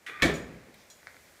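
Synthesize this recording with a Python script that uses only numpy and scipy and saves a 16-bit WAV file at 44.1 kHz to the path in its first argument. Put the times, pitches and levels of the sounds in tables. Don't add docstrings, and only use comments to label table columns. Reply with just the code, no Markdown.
import sys
import numpy as np
from scipy import signal
from scipy.io import wavfile

SR = 44100
rng = np.random.default_rng(int(sys.argv[2]) if len(sys.argv) > 2 else 0)


def store_wav(level_fs):
    pcm = np.round(np.clip(np.atleast_2d(level_fs), -1, 1) * 32767)
    wavfile.write(sys.argv[1], SR, pcm.T.astype(np.int16))


N = 61739
T = np.arange(N) / SR


def amp(db):
    return 10 ** (np.asarray(db) / 20)


def unit_rms(x):
    return x / np.sqrt(np.mean(x ** 2) + 1e-20)


def lookup(table, hz):
    table_hz, value = np.transpose(table)
    return np.interp(np.log(hz + 1), np.log(table_hz + 1), value)


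def at(start_s, sound):
    return np.r_[np.zeros(round(start_s * SR)), sound][:N]


def resonate(x, response):
    return signal.fftconvolve(x, response / np.linalg.norm(response))[:N]


def colour(x, spectrum, size=4096):
    hz = abs(np.fft.fftfreq(size, 1 / SR))
    log_gain = np.log(amp(lookup(spectrum, hz)))
    minimum_phase = np.exp(np.conj(signal.hilbert(log_gain)))
    return resonate(x, np.fft.ifft(minimum_phase).real[:size // 2])


def decay(t60_s, t=T):
    return np.exp(-np.log(1000) * t / t60_s)


def attack(rise_s):
    return 1 - np.exp(-T / rise_s)


def flutter(cutoff_hz, shape=N):
    lowpass = signal.butter(2, cutoff_hz, fs=SR, output="sos")
    return unit_rms(signal.sosfilt(lowpass, rng.standard_normal(shape)))


def reflections():
    return rng.choice([-1., 1.], N)


def burst(spectrum, t60_s):
    return colour(reflections() * decay(t60_s), spectrum)


def dense_ring(spectrum, t60_table, rise_s, size=256):
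    hz, t, bands = signal.stft(reflections(), SR, nperseg=size)
    bands = bands * decay(lookup(t60_table, hz)[:, None], t)
    ring = signal.istft(bands, SR, nperseg=size)[1][:N]
    return colour(ring * attack(rise_s), spectrum)


def struck_modes(table):
    return sum(amp(db) * decay(t60_s) * np.sin(2 * np.pi * hz * T) for hz, db, t60_s in table)


def wavering_modes(table, waver_hz=36.3, depth=0.8):
    out = np.zeros(N)
    for hz, db, t60_s in table:
        in_phase, quadrature = depth * flutter(waver_hz, (2, N))
        phase = 2 * np.pi * (hz * T + rng.random())
        out += amp(db) * decay(t60_s) * ((1 + in_phase) * np.sin(phase) + quadrature * np.cos(phase))
    return out


# (frequency [Hz], density [dB])
AIR_SPECTRUM = [(20, -24), (70, 1.5), (120, -4), (350, -3), (550, -0.5), (900, -6), (1300, -8),
                (1800, -3.5), (2350, -5), (2800, -14), (5000, -19), (16000, -37)]
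HISS_SPECTRUM = [(500, -37), (3500, 0), (5000, -0.5), (7500, 0), (10000, -4), (15000, -6)]
# (time [s], level [dB])
AIR_ENVELOPE = [(0, -64), (.3, -49), (.7, -58), (0.949, -61), (1.12, -59), (1.4, -60.5)]
HISS_ENVELOPE = [(0, -68), (.65, -68), (.95, -64), (1.2, -62), (1.4, -63)]
def background():
    out = np.zeros(N)
    for spectrum, envelope in [(AIR_SPECTRUM, AIR_ENVELOPE), (HISS_SPECTRUM, HISS_ENVELOPE)]:
        level_db = np.interp(T, *np.transpose(envelope))
        out += amp(level_db) * colour(rng.standard_normal(N), spectrum)
    return out


# (frequency [Hz], density [dB])
RUSTLE_SPECTRUM = [(1000, -7), (3500, -4), (6000, -2.5), (8000, -20), (15000, -15)]
def rustle(peak_s=0.808, width_s=0.042):
    envelope = np.exp(-0.5 * ((T - peak_s) / width_s) ** 2)
    return amp(-62) * envelope * colour(rng.standard_normal(N), RUSTLE_SPECTRUM)


# (frequency [Hz], density [dB])
TICK_SPECTRUM = [(500, -12), (2200, 5.5), (2800, -8), (3500, 11), (5000, -9.5), (15000, -11)]
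def tick(start_s=0.7422):
    return at(start_s, amp(-48.5) * burst(TICK_SPECTRUM, t60_s=0.037))


# (time [s], level [dB], pitch [Hz])
DOOR_BUMPS = [(0.082, -50, 380), (0.399, -49, 62), (0.465, -47, 60), (.549, -47.5, 175), (.668, -50.5, 305)]
def door_bumps(slope_db_per_octave=15.5):
    out = np.zeros(N)
    for start_s, db, hz in DOOR_BUMPS:
        hump = [(hz * 2. ** octave, -slope_db_per_octave * abs(octave)) for octave in range(-4, 5)]
        out += at(start_s, amp(db) * burst(hump, t60_s=0.3) * attack(rise_s=0.0028))
    return out


# (time [s], level [dB])
GATE_KNOCKS = [(1.031, -31.5), (1.0708, -16.5), (1.1445, -30.5), (1.1672, -29)]
# (frequency [Hz], density [dB])
KNOCK_SPECTRUM = [(100, -16), (300, -24), (600, 1), (1000, -7.5), (1600, 5.5), (2200, 5), (2750, -20.5),
                  (4300, -10.5), (6800, -20.5), (9000, -42), (16000, -54)]
def gate_knocks(echo_db=-4):
    out = np.zeros(N)
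    impulse = T == 0
    for start_s, db in GATE_KNOCKS:
        echo = reflections() * decay(t60_s=0.27)
        knock = impulse + amp(echo_db) * echo / np.linalg.norm(echo)
        out += amp(db) * at(start_s, colour(knock, KNOCK_SPECTRUM))
    return out


# (time [s], ring level [dB], rasp level [dB], low-mode gain [dB])
BOLT_CLINKS = [(0.3389, -50, -49.5, -6), (0.354, -54, -52, -3), (.901, -57, -54.5, 1)]
# (frequency [Hz], level [dB], t60 [s])
BOLT_MODES = [(3360, -7, 0.34), (4070, -7.5, 0.37), (5760, 2, 0.14), (6910, 6, 0.085), (6830, -6.5, 0.51),
              (8600, -34, 0.16), (9100, -13, 0.28), (12120, -12.5, 0.22)]
# (frequency [Hz], density [dB])
RASP_SPECTRUM = [(1500, -16), (3500, -0.5), (6000, 3.5), (7200, 6), (8500, 0.5), (11000, -8), (12200, -11),
                 (16000, -10)]
def bolt_clinks(low_below_hz=6000):
    out = np.zeros(N)
    for start_s, ring_db, rasp_db, low_db in BOLT_CLINKS:
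        modes = [(hz, db + low_db * (hz < low_below_hz), t60_s) for hz, db, t60_s in BOLT_MODES]
        ring = amp(ring_db) * wavering_modes(modes, waver_hz=60)
        rasp = amp(rasp_db) * burst(RASP_SPECTRUM, t60_s=0.27)
        out += at(start_s, ring + rasp)
    return out


# (frequency [Hz], level [dB], t60 [s])
PLATE_MODES = [(1197, 0.5, 0.63), (1490, 1.5, 0.3), (1880, 2, 0.3), (1930, 1, 0.23), (2393, 3.5, 0.34),
               (3180, -6, 0.04), (3430, 5.5, 0.085)]
# (frequency [Hz], density [dB])
TOUCH_SPECTRUM = [(500, -48), (1300, -4), (1900, 16), (2700, 1.5), (3300, 3.5), (4500, -8.5), (6500, -10.5),
                  (9000, -13.5), (15000, -23.5)]
SLIDE_SPECTRUM = [(100, -40), (850, -15), (1200, 3.5), (1900, 1), (2450, 6), (2750, -19), (3400, -10),
                  (4500, -26), (8000, -35), (16000, -40)]
def latch_scrape(start_s=0.0638, end_s=0.222, slips_per_s=1200):
    fade_db_per_s, press_db, press_s = -18, 18, 0.015
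    left_s = end_s - start_s - T
    closing_db = press_db * np.exp(-abs(left_s) / press_s)
    force = amp(fade_db_per_s * T + closing_db) * (left_s > 0)
    grip_db = 2 * flutter(cutoff_hz=110)
    slip_size = amp(grip_db) * rng.standard_normal(N)
    slipping = rng.random(N) < slips_per_s / SR
    slips = force * unit_rms(slip_size * slipping)
    plate = amp(-47) * resonate(slips, wavering_modes(PLATE_MODES))
    slide = amp(-48.5) * colour(slips, SLIDE_SPECTRUM)
    touch = amp(-38) * burst(TOUCH_SPECTRUM, t60_s=0.35) * attack(rise_s=0.0006)
    return at(start_s, touch + slide + plate)


# (time [s], level [dB])
DOOR_BLOWS = [(0.2215, 0), (0.229, -3.5)]
# (frequency [Hz], level [dB], t60 [s])
PANEL_MODES = [(152.6, -6, 0.5), (184, -6.5, 0.68), (269.2, -7.5, 0.5), (330.3, 1, 0.37), (412, -5, 0.55),
               (523, -4, 0.36), (674, -4, 0.22)]
FRAME_MODES = [(1124.6, -14.5, 0.48), (1328, -19, 0.68), (1757, -4, 0.35), (1761, -12.5, 0.51),
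               (2225, -16.5, 0.55), (2267, 2, 0.18), (3397, -4, 0.13), (4033, -6, 0.17), (4447, -9, 0.23)]
FLEX_MODES = [(61, -30, 0.21), (88.4, -27, 0.19), (287, -22, 0.1), (380, -24, 0.056), (568, -26.5, 0.043)]
BITE_MODES = [(1812, -15, 0.046), (2245, -22, 0.052)]
# (frequency [Hz], density [dB])
CRACK_SPECTRUM = [(100, -31), (600, -13), (1100, -17), (1800, -16), (2250, 7), (2800, 1), (4200, -5.5),
                  (7000, -14), (10000, -26), (16000, -21)]
BOOM_SPECTRUM = [(20, -46), (55, -1), (120, -7.5), (200, -1), (320, -3.5), (430, -5), (560, -3), (700, -5),
                 (900, -19), (1500, -41.5)]
CLANG_SPECTRUM = [(300, -17), (850, -6), (1500, -2.5), (1800, 5.5), (2080, -3), (2300, 4.5), (2750, -10),
                  (3500, -3), (4300, -10.5), (5200, -11.5), (7000, -10.5), (9000, -16.5), (14000, -25),
                  (16000, -42)]
# (frequency [Hz], t60 [s])
BOOM_DECAY = [(50, 0.62), (160, 0.85), (300, 0.92), (550, 0.64), (1000, 0.47)]
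CLANG_DECAY = [(800, 0.49), (2000, 0.48), (4000, 0.38), (7000, 0.28), (14000, 0.2)]
def door_slam(thud_s=0.223, steel_rise_s=0.00023):
    panel = amp(-25.5) * wavering_modes(PANEL_MODES) * attack(rise_s=0.018)
    frame = amp(-27) * wavering_modes(FRAME_MODES) * attack(steel_rise_s)
    boom = amp(-25.5) * dense_ring(BOOM_SPECTRUM, BOOM_DECAY, rise_s=0.014)
    thud = struck_modes(FLEX_MODES) * attack(rise_s=0.003)
    first_blow_s = DOOR_BLOWS[0][0]
    out = at(first_blow_s, panel + frame + boom) + at(thud_s, thud)
    for start_s, db in DOOR_BLOWS:
        bite = struck_modes(BITE_MODES) * attack(rise_s=0.0008)
        crack = amp(-21.5) * burst(CRACK_SPECTRUM, t60_s=0.044)
        clang = amp(-25.5) * dense_ring(CLANG_SPECTRUM, CLANG_DECAY, steel_rise_s)
        out += amp(db) * at(start_s, bite + crack + clang)
    return out


def scene():
    door = latch_scrape() + door_slam() + door_bumps() + bolt_clinks()
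    return (door + tick() + gate_knocks() + rustle() + background())[None]


def record(dry, cutoff_hz=15600):
    lowpass = signal.firwin(511, cutoff_hz, window=("kaiser", 9), fs=SR)
    return signal.oaconvolve(dry, lowpass[None], "same")


dry = scene()
out = record(dry)
store_wav(out)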